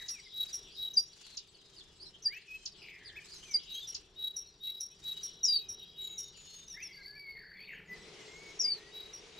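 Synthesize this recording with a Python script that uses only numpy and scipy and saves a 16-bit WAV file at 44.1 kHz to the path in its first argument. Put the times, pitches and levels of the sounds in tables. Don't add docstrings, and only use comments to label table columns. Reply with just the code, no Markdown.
import sys
import numpy as np
from scipy import signal
from scipy.fft import rfft, irfft
from scipy.io import wavfile
from scipy.ndimage import uniform_filter1d

SR = 44100
rng = np.random.default_rng(int(sys.argv[2]) if len(sys.argv) > 2 else 0)


def ratio(d):
    e = np.asarray(d, float) / 20
    return 10 ** e


def pcm_store(signal):
    levels = np.round(np.clip(np.atleast_2d(signal), -1, 1) * 32767)
    wavfile.write(sys.argv[1], SR, levels.astype(np.int16).T)


N = 414099


def rms_one(x):
    return x / np.sqrt(np.mean(x ** 2) + 1e-20)


def in_time(rows):
    s, *columns = np.transpose(rows)
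    return [np.interp(np.arange(N) / SR, s, c) for c in columns]


def filtered(x, order, hz, kind="low"):
    return signal.sosfilt(signal.butter(order, hz, kind, fs=SR, output="sos"), x)


def drift(rate_hz):
    r = np.exp(-2 * np.pi * rate_hz / SR)
    noise = rng.standard_normal(N + SR // 2)
    settled = signal.lfilter([1], [1, -2 * r, r * r], noise)[SR // 2:]
    return rms_one(settled)


def pan(x, db):
    return x * ratio([[db / 2], [-db / 2]])


def whistle(notes, octave_db, edge=.004, wobble_hz=0, flutter_db=0):
    out, clock = np.zeros(N), np.arange(N) / SR
    wobble_hz, flutter_db = wobble_hz + out, flutter_db + out
    for note in notes:
        s, hz, db = np.transpose(note)
        first = max(int((s[0] - edge) * SR), 0)
        last = min(int((s[-1] + edge) * SR), N)
        span = slice(first, last)
        t = clock[span]
        phase = 2 * np.pi * np.cumsum(np.interp(t, s, hz) + wobble_hz[span]) / SR
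        fade = np.clip(np.minimum(t - s[0], s[-1] - t) / edge + 1, 0, 1) ** 2
        level = np.sqrt(2) * fade * ratio(np.interp(t, s, db) + flutter_db[span])
        out[span] += level * (np.sin(phase) + ratio(octave_db) * np.sin(2 * phase))
    return out


def glides(rows, attack, release, edge_db, bend):
    share = np.array([0, attack, .5 * (attack + 1 - release), 1 - release, 1])
    level = edge_db * np.array([1, 0, 0, 0, 1])
    return [np.transpose([s + length * share, first + (last - first) * share ** bend, db + level])
            for s, length, first, last, db in rows]


def placed(shape, s, db):
    return np.array(shape) + [s, 0, db]


def trill(shape, first, period, first_db, last_db, count):
    levels = np.linspace(first_db, last_db, count)
    return [placed(shape, first + k * period, db) for k, db in enumerate(levels)]


def echoes(x, t60, gap, sparse):
    t = np.arange(SR // 2) / SR
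    uneven = rng.exponential(1, (2, len(t))) ** sparse
    tail = rng.standard_normal((2, len(t))) * uneven * ratio(-60 * t / t60) * (t > gap)
    tail /= np.sqrt(np.sum(tail ** 2, axis=1, keepdims=True))
    return signal.fftconvolve(x[None], tail, axes=1)[:, :N]


def spells(rows):
    t = np.arange(N) / SR
    power = 1e-11
    for s, length, db in rows:
        away = np.maximum(np.maximum(s - t, t - s - length), 0)
        power = power + ratio(2 * (db - 153 * away))
    return 10 * np.log10(power)


# (frequency [Hz], likeness [0-1])
DIFFUSE_LIKENESS = [(60, .82), (150, .92), (300, .95), (450, .9), (700, .82), (2500, .65), (8000, .3)]


def at_hz(points, hz):
    table = np.array(points)
    return np.interp(np.log(hz), np.log(table[:, 0]), table[:, 1])


def coloured(spectrum, alike):
    hz = np.fft.rfftfreq(N, 1 / SR) + 1
    mid, side = rfft(rng.standard_normal((2, N))) * ratio(at_hz(spectrum, hz))
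    c = np.clip(alike * at_hz(DIFFUSE_LIKENESS, hz), 0, 1)
    both = np.sqrt(1 + c) * mid + np.sqrt(1 - c) * side * [[1], [-1]]
    return irfft(both, N) * N / np.sqrt(np.sum(np.abs(both[:, hz < 1500]) ** 2))


# (time after onset [s], pitch [Hz], level [dB])
CHIP_SHAPE = [(-.035, 6190, -26.5), (-.021, 6060, -34), (-.008, 5150, -20), (0, 4760, -1.5),
              (.009, 4740, -0.5), (.02, 4703, -10), (.028, 4710, -25)]
DRAWL_SHAPE = [(0, 5800, -11), (.011, 5730, 3), (.021, 5370, -4), (.031, 5540, -10.5), (.041, 5430, -7.5),
               (.053, 4803, -0.5), (.1, 4730, -4), (.14, 4493, -2.5), (.153, 4350, -24)]
# (time after onset [s], pitch [Hz], level [dB])
FLICK_SHAPE = [
    (0.022, 5670, -2),
    (.027, 7030, -12),
    (.032, 6900, -22.5),
]
# (time [s], level [dB], left-right [dB], right lag [samples])
CHIP_CALLS = [
    (0.974, -22.5, 1.5, 0),
    (2.259, -26, 0.1, 0),
    (3.546, -23.5, -1, 0),
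]
DRAWL_CALLS = [
    (5.433, -27, 0.5, 0),
    (8.593, -30, 2.8, 1),
]


def canaries():
    sung = [([CHIP_SHAPE], *row) for row in CHIP_CALLS]
    sung += [([DRAWL_SHAPE, FLICK_SHAPE], *row) for row in DRAWL_CALLS]
    flutter_db = 2.0 * drift(71)
    direct, calls = np.zeros((2, N)), np.zeros(N)
    for voices, s, db, left_db, lag in sung:
        notes = [placed(voice, s, db) for voice in voices]
        call = whistle(notes, octave_db=-30, flutter_db=flutter_db)
        direct += pan(np.array([call, np.roll(call, round(lag))]), left_db)
        calls += call
    walls = echoes(calls, t60=0.11, gap=0.00387, sparse=0.47)
    return direct + ratio(-5.5) * walls + ratio(-20.0) * walls.sum(axis=0)


# (time [s], length [s], first pitch [Hz], last pitch [Hz], level [dB])
FINCH_NOTES = [(1.478, .012, 4940, 4540, -58), (1.482, 0.026, 7800, 7800, -68),
               (1.535, 0.0198, 5220, 4280, -59), (1.585, .04, 4310, 2960, -64),
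               (1.64, 0.039, 5050, 5150, -72), (1.7, 0.064, 3080, 3150, -70.5),
               (1.763, .036, 4900, 4250, -52.5), (1.795, 0.023, 4100, 3230, -57),
               (1.85, 0.036, 3400, 3500, -64.5), (1.93, .055, 5200, 5170, -72.5),
               (1.955, 0.027, 7770, 7660, -68.5), (1.95, 0.068, 3800, 4220, -69.5),
               (2.0, 0.059, 4430, 5170, -54.5), (2.055, 0.038, 5370, 5340, -60),
               (2.04, .045, 4270, 4010, -54.5), (2.135, .03, 3140, 3150, -60),
               (2.222, 0.011, 5720, 6200, -50.5), (2.345, 0.0076, 5920, 5200, -49.5),
               (2.35, 0.034, 6700, 6600, -66), (2.415, .007, 5000, 4000, -53)]
# (shift [s], level [dB])
FINCH_REPEATS = [
    (-1.287, -2),
    (0, 0),
    (1.285, 0),
]
# (time [s], fundamental [Hz], level [dB])
NASAL_CALLS = [
    [(2.515, 1095, -82), (2.55, 1040, -77), (2.585, 1020, -75)],
    [(2.59, 1000, -78), (2.62, 1056, -75), (2.648, 1070, -76)],
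]
# (time after onset [s], pitch [Hz], level [dB])
TICK_SHAPE = [
    (-.004, 7030, 1),
    (0, 5370, 8.5),
    (.002, 4750, 12.5),
    (.005, 2620, -10),
]
# (time [s], level before a common lift [dB])
FINCH_TICKS = [
    (0.0855, -59.5),
    (1.373, -58.5),
    (2.6587, -57.5),
    (3.948, -57.5),
]


def finches():
    verse = glides(FINCH_NOTES, attack=0.64, release=0.52, edge_db=-7.0, bend=1.2)
    sung = [placed(note, s, db) for s, db in FINCH_REPEATS for note in verse]
    verses = whistle(sung, octave_db=-21.5, wobble_hz=130 * drift(210), flutter_db=5.3 * drift(87))
    nasal = [np.array(call) * [1, k, 1] + [0, 0, 8 - 1.5 * k] for call in NASAL_CALLS for k in range(3, 9)]
    verses += whistle(nasal, octave_db=-60, wobble_hz=60 * drift(150), flutter_db=3.7 * drift(60))
    ticks = [placed(TICK_SHAPE, s, db + 14.5) for s, db in FINCH_TICKS]
    ticks = whistle(ticks, octave_db=-35, edge=0.002)
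    near = echoes(verses + ticks, t60=0.09, gap=0.002, sparse=1.1)
    far = echoes(verses + ticks, t60=0.25, gap=0.0055, sparse=0.79)
    return 0.8 * verses + .5 * ticks + ratio(0.5) * near + ratio(-16) * far


# (time [s], peak level [dB])
LANDINGS = [(0.1411, -53), (0.4964, -50), (0.854, -55), (1.1334, -64), (1.267, -48), (1.4744, -62),
            (3.2221, -60), (3.2594, -57), (3.3444, -53), (3.6346, -59), (7.226, -68)]


def perch():
    s, db = np.transpose(LANDINGS)
    hits = np.zeros(N)
    hits[(s * SR).astype(int)] = ratio(db + 3)
    t60_s = .006
    dying = signal.lfilter([1], [1, -ratio(-60 / (t60_s * SR))], hits + 1e-18)
    snap = filtered(dying * rng.standard_normal(N), 2, [1500, 11000], "band")
    return snap + ratio(-2.0) * echoes(snap, t60=.08, gap=.002, sparse=.8)


# (frequency [Hz], density [dB per Hz])
FEATHER_SPECTRUM = [(120, -10.5), (220, 0), (500, -11), (1500, -3.5), (3500, 1.5), (7000, 2), (10500, -13),
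                    (15000, -27)]
# (time [s], length [s], level [dB])
WING_FLURRIES = [(0.0, 4.03, -83.5), (0.0, 0.17, -71), (0.45, 0.11, -70), (1.2, 0.13, -72.5),
                 (1.7, 0.11, -79.5), (2.5, 0.17, -81), (3.26, .26, -71), (3.72, 0.23, -75.5),
                 (4.0, 3.08, -88.5), (5.03, 0.25, -73.5), (6.4, 0.23, -75)]


def wings():
    beat_hz = 22.5
    cycle = 2 * np.pi * beat_hz * (np.arange(N) / SR - 3.35)
    beat_db = 4 * np.cos(cycle + .4 * drift(3)) + 1.5 * drift(120)
    return rms_one(coloured(FEATHER_SPECTRUM, alike=0.7)) * ratio(spells(WING_FLURRIES) + 11.5 + beat_db)


# (time [s], first level [dB], full level [dB], echo level [dB])
TIT_LOW_NOTES = [(-0.12, -50, -38, -44.5), (0.319, -43.5, -33, -47), (0.766, -40.5, -35.5, -46.5),
                 (3.665, -49, -42.5, -52), (4.162, -43.5, -33.5, -45.5), (4.605, -44, -39, -44.5),
                 (5.024, -43.5, -37, -43), (5.444, -51, -39, -44.5), (5.962, -43.5, -40, -45),
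                 (8.915, -49, -45.5, -51.5), (9.358, -50, -43, -50)]


def tit_low_note(s, first_db, full_db, echo_db):
    after = np.array([0, .03, .06, .084, .12, .127, .15, .24, .39])
    db = [first_db - 15.5, first_db, first_db + 2.5, full_db, full_db - 4,
          echo_db - 10, echo_db, echo_db - 19, echo_db - 28]
    hz = 3862 - 110 * (after == 0) - 48 * after
    return np.transpose([s + after, hz, db])


def tit_low():
    notes = [tit_low_note(*row) for row in TIT_LOW_NOTES]
    tone = whistle(notes, octave_db=-45, edge=.01, wobble_hz=12 * drift(8), flutter_db=1.5 * drift(40))
    t, starts = np.arange(N) / SR, np.array(TIT_LOW_NOTES)[:, 0]
    since = t - starts[np.searchsorted(starts, t) - 1]
    beat_hz, peak_s, floor = 37, .093, .25
    beat = floor + np.abs(np.cos(np.pi * beat_hz * (since - peak_s) + .4 * drift(6)))
    return tone * np.where((since > .068) & (since < .17), beat, 1)


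# (time after onset [s], pitch [Hz], level [dB])
HOOK_SHAPE = [(-.002, 6000, -22), (.003, 5740, -6), (.014, 5660, -7), (.066, 5600, -16), (.075, 5620, -30),
              (.2, 5620, -42)]
# (time [s], peak level [dB])
TIT_HIGH_NOTES = [(0.0902, -31), (0.5296, -32.5), (0.977, -32.5), (3.873, -35), (4.3637, -32),
                  (4.8042, -32), (5.231, -32), (5.6875, -35), (6.1798, -33), (9.134, -40.5)]


def tit_high():
    notes = [placed(HOOK_SHAPE, s, db) for s, db in TIT_HIGH_NOTES]
    return whistle(notes, octave_db=-40, flutter_db=2.0 * drift(60))


# (time [s], length [s], first pitch [Hz], last pitch [Hz], level [dB])
BLACKBIRD_NOTES = [ (0.125, 0.074, 2780, 2160, -59), (.185, 0.017, 2700, 1990, -57.5),
                   (.26, 0.017, 2170, 2050, -61.5), (2.285, 0.1, 1770, 2740, -50.5),
                   (2.485, 0.084, 2550, 2550, -45), (3.16, 0.012, 2110, 2490, -49.5),
                   (3.172, 0.013, 2530, 2540, -46.5), (3.184, .01, 2450, 2250, -48),
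                   (3.2, .045, 2490, 2400, -61), (3.46, 0.12, 2520, 2062, -58.5),
                   (3.65, .09, 2920, 2730, -66), (3.75, 0.053, 3180, 3340, -45),
                   (3.815, 0.049, 3640, 3500, -46), (4.64, 0.084, 2820, 2690, -70),
                   (4.68, 0.034, 2100, 2200, -71), (4.91, 0.034, 2465, 2600, -69),
                   (6.745, 0.067, 1800, 2300, -53), (6.8, 0.037, 2317, 2720, -50),
                   (6.97, 0.051, 1660, 1632, -59.5), (7.07, .12, 1638, 1706, -59),
                   (7.14, 0.034, 2100, 2390, -58.5), (7.17, .09, 2300, 2250, -53.5),
                   (7.255, 0.087, 2200, 2176, -47.5), (7.34, 0.048, 2094, 2200, -55),
                   (7.885, .07, 1980, 2020, -48.5), (7.955, .022, 1950, 1760, -57),
                   (8.28, 0.19, 2060, 2280, -58), (8.45, 0.081, 2240, 2190, -55),
                   (8.64, 0.081, 2050, 2390, -60), (8.78, 0.14, 1850, 1950, -62.5)]
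WARBLER_NOTES = [ (3.335, 0.053, 7300, 6060, -59), (3.35, .25, 6240, 6040, -62),
                 (3.73, 0.051, 6140, 6460, -56.5), (3.82, .035, 7560, 7120, -65),
                 (5.8, 0.17, 3170, 3320, -64), (6.02, 0.18, 7300, 6630, -59), (6.18, 0.12, 6600, 6670, -57),
                 (6.37, .3, 7010, 6460, -58), (6.47, 0.082, 4270, 4270, -59),
                 (6.699, 0.05, 6150, 5470, -46), (6.752, .012, 5510, 5620, -51.5),
                 (6.825, 0.052, 6180, 5320, -46.5), (7.0, 0.093, 4170, 4190, -66),
                 (7.73, 0.031, 7000, 6550, -73), (7.86, 0.054, 7400, 6270, -72),
                 (8.21, .1, 6250, 6500, -72), (8.3, 0.34, 6420, 6700, -68), (8.5, .045, 5900, 5940, -69),
                 (8.7, 0.21, 6100, 6000, -73), (8.755, 0.045, 4200, 4100, -59), (9.18, .2, 6140, 6750, -76)]


def clear_song():
    notes = glides(BLACKBIRD_NOTES, attack=0.38, release=0.14, edge_db=-6.0, bend=.85)
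    notes += glides(WARBLER_NOTES, attack=0.19, release=0.2, edge_db=-4.0, bend=0.51)
    return whistle(notes, octave_db=-42, edge=.012, wobble_hz=14 * drift(25), flutter_db=2.4 * drift(35))


# (time [s], length [s], first pitch [Hz], last pitch [Hz], level [dB])
BUZZ_NOTES = [ (0.0, 0.0387, 1990, 1864, -54.5), (7.7, 0.111, 2490, 2450, -58.5),
              (7.6, 0.075, 3120, 3930, -67.5), (2.33, 0.075, 1702, 2500, -59.5),
              (2.82, 0.15, 2700, 2250, -55.5), (.63, .12, 3550, 3250, -62), (2.955, 0.04, 2250, 1800, -61),
              (3.015, 0.184, 1894, 1865, -60), (6.77, 0.097, 1853, 2496, -56.5),
              (7.36, 0.078, 2096, 1746, -56.5), (7.43, 0.094, 1752, 1837, -57.5),
              (7.505, .145, 1816, 2584, -56), (7.68, 0.1084, 2690, 2900, -58.5),
              (7.68, 0.071, 2413, 1760, -51.5), (7.75, 0.0526, 2092, 1620, -58)]


def blackbird_buzz():
    t = np.arange(N) / SR
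    notes = glides(BUZZ_NOTES, attack=0.22, release=0.75, edge_db=-0.5, bend=0.96)
    shake_hz = np.where(t < 2.98, 105, np.where(t < 5, 65, 50))
    throb = np.sin(2 * np.pi * shake_hz * t + 1.2 * drift(20))
    depth_hz = np.where(abs(t - 2.89) < .08, 280, 150)
    buzz = whistle(notes, octave_db=-35, edge=.015, wobble_hz=depth_hz * throb + 90 * drift(300),
                   flutter_db=-3 * throb + 2 * drift(200))
    return filtered(buzz, 6, 1600, "high")


# (time [s], pitch [Hz], level [dB])
WARBLE_NOTE = [
    (6.89, 2140, -56),
    (6.97, 2180, -59),
    (7.07, 2150, -56),
]


def blackbird_warble():
    shake = np.cos(2 * np.pi * 29 * (np.arange(N) / SR - 6.9))
    return whistle([WARBLE_NOTE], octave_db=-30, wobble_hz=110 * shake, flutter_db=-3 * shake)


# (time after onset [s], pitch [Hz], level [dB])
ROLL_SHAPE = [(0, 4750, -9), (.014, 4290, -4), (.045, 4530, 0), (.065, 4570, -3), (.082, 4350, -8),
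              (.1, 4280, -11)]
SLUR_SHAPE = [
    (0, 5900, -6),
    (.009, 5550, 0),
    (.022, 5050, -6),
]


def trills():
    first_s = 6.925
    notes = trill(ROLL_SHAPE, first_s, .1075, -53, -59, count=7)
    notes += trill(SLUR_SHAPE, 7.962, .0585, -60.5, -64, count=11)
    lift_hz = 178.5 * np.exp(-np.abs(np.arange(N) / SR - first_s) / 0.253)
    return whistle(notes, octave_db=-50, wobble_hz=30 * drift(31) + lift_hz, flutter_db=3.9 * drift(60))


# (time [s], length [s], first pitch [Hz], last pitch [Hz], level [dB])
FAR_NOTES = [ (1.299, 0.113, 4800, 3700, -60.5), (3.8, 0.053, 6000, 6300, -68),
             (4.703, 0.12, 5700, 4910, -69), (5.3, 0.21, 3760, 3880, -58.5), (5.6, 0.12, 2546, 2474, -68.5),
             (5.68, 0.25, 3850, 3813, -57.5), (6.15, 0.149, 3850, 3747, -55), (6.42, .38, 3500, 3716, -64),
             (6.678, 0.0123, 5500, 6200, -48), (7.155, 0.057, 5700, 5200, -74),
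             (7.56, 0.043, 3480, 3420, -71.5), (7.68, .17, 3000, 3200, -72), (4.46, 0.043, 4400, 4200, -60),
             (8.16, 0.13, 2200, 1950, -65), (8.0, .14, 1900, 2150, -68), (8.21, .19, 7500, 7500, -69),
             (7.985, .075, 7790, 7790, -73), (6.85, .13, 2900, 2850, -71), (6.66, .12, 3800, 3780, -64),
             (6.85, 0.085, 3400, 3300, -64.5), (7.42, .05, 4950, 4900, -73), (2.7, .04, 5750, 5200, -66.5),
             (5.1, 0.039, 2600, 2700, -68), (6.0, .29, 2230, 2190, -75)]


def far_birds():
    notes = glides(FAR_NOTES, attack=.3, release=0.45, edge_db=-5.5, bend=0.6)
    return whistle(notes, octave_db=-51, edge=.015, wobble_hz=30 * drift(60), flutter_db=3.7 * drift(45))


def garden():
    tit = tit_low()
    rough = blackbird_buzz() + trills()
    song = far_birds() + tit_high() + clear_song() + blackbird_warble() + rough
    tail = echoes(song + .6 * tit + 1.5 * rough, t60=.55, gap=.008, sparse=1.2)[0]
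    return tit + song + ratio(-12.0) * tail


def coarse_sampling(x):
    slope = np.diff(x, prepend=0)
    bursts = ratio(4.5 * np.clip(drift(220), -2, 2))
    jitter = rms_one(filtered(rng.standard_normal(N), 4, 550))
    clock = np.cos(2 * np.pi * 16000 * np.arange(N) / SR)
    mirror = filtered(slope * clock * jitter, 6, 8000, "high")
    loudness = uniform_filter1d(np.abs(slope), size=200)
    crackle = filtered(rng.standard_normal(N), 2, 2500, "high") * loudness
    knee = loudness / (loudness + ratio(-63))
    damage = ratio(-11.0) * mirror + ratio(-12) * slope * jitter + ratio(-18.5) * crackle
    return x + knee * bursts * damage


# (time [s], length [s], level [dB])
CHATTER_SPELLS = [(0.0, 6.9, -79), (0.24, 0.062, -67), (0.62, 0.16, -71), (1.24, 0.017, -64.5),
                  (1.55, 0.28, -76.5), (2.25, .2, -72), (2.7, 0.1, -69.5), (3.22, 0.11, -72),
                  (3.58, 0.31, -68), (5.1, 0.16, -68), (5.5, 0.065, -66.5), (5.8, 1, -74.5),
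                  (7.92, 1.5, -73)]


def chatter():
    notes = []
    for start, pitch, size, bend in rng.random((600, 4)):
        s, hz = start * N / SR, 2900 * 1.9 ** pitch
        db, b = 8 * size - 3 * pitch, .3 * bend - .05
        notes.append(np.array([(s, hz * (1 + b), db - 8), (s + .012, hz, db), (s + .03, hz * (1 - b), db - 8)]))
    chirps = rms_one(whistle(notes, octave_db=-29.0, wobble_hz=120 * drift(300)))
    chirps = chirps * ratio(spells(CHATTER_SPELLS) + 8.5)
    tails = echoes(chirps, t60=.5, gap=.005, sparse=.5)
    return .25 * chirps + .6 * tails[0] + .8 * tails


# (time [s], level [dB])
CAR_PASS = [
    (7.84, -84),
    (7.95, -61),
    (8.2, -57.5),
    (8.8, -61),
    (9.39, -60),
]
# (frequency [Hz], density [dB per Hz])
ROAD_SPECTRUM = [(35, -49), (60, -21), (259, -12), (427, 5.5), (543, -8.5), (1610, -13.5), (2190, -7.5),
                 (6660, -16), (11000, -32), (14300, -86.5), (22000, -120)]


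def car():
    level_db, = in_time([(4.8, -84.5)] + list(CAR_PASS))
    return ratio(level_db + 1.2 * drift(11.0)) * coloured(ROAD_SPECTRUM, alike=0.88)


# (time [s], level [dB])
ENGINE_LEVEL = [
    (4.8, -76.5),
    (5.4, -67.5),
    (7.3, -74.5),
    (7.9, -60.5),
    (8.3, -66),
    (9.0, -72),
]


def drone():
    noise = rng.standard_normal(N)
    hum = np.zeros(N)
    for hz, sharpness in [(170, 4.1), (420, 27)]:
        hum += signal.lfilter(*signal.iirpeak(hz, sharpness, fs=SR), noise)
    return rms_one(hum) * ratio(*in_time(ENGINE_LEVEL))


# (frequency [Hz], density [dB per Hz])
AIR_SPECTRUM = [(18, -7.5), (30, 3.5), (143, -3), (260, -11.5), (394, -0.5), (524, -13.5), (928, -15),
                (2490, -21), (4000, -18.5), (6000, -33.5), (10000, -47), (15000, -49)]


def air():
    return ratio(-66.5 + 2.0 * drift(4.8)) * coloured(AIR_SPECTRUM, alike=1.05)


def scene():
    caged = filtered(canaries() + finches(), 4, 11500)
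    around = wings() + coarse_sampling(garden()) + chatter() + car() + drone() + air()
    return pan(around, 1.4) + caged + perch()


def band_limit(x):
    return signal.sosfilt(signal.butter(12, 15750, fs=SR, output="sos"), x)


def record(dry):
    return band_limit(dry)


dry = scene()
out = record(dry)
pcm_store(out)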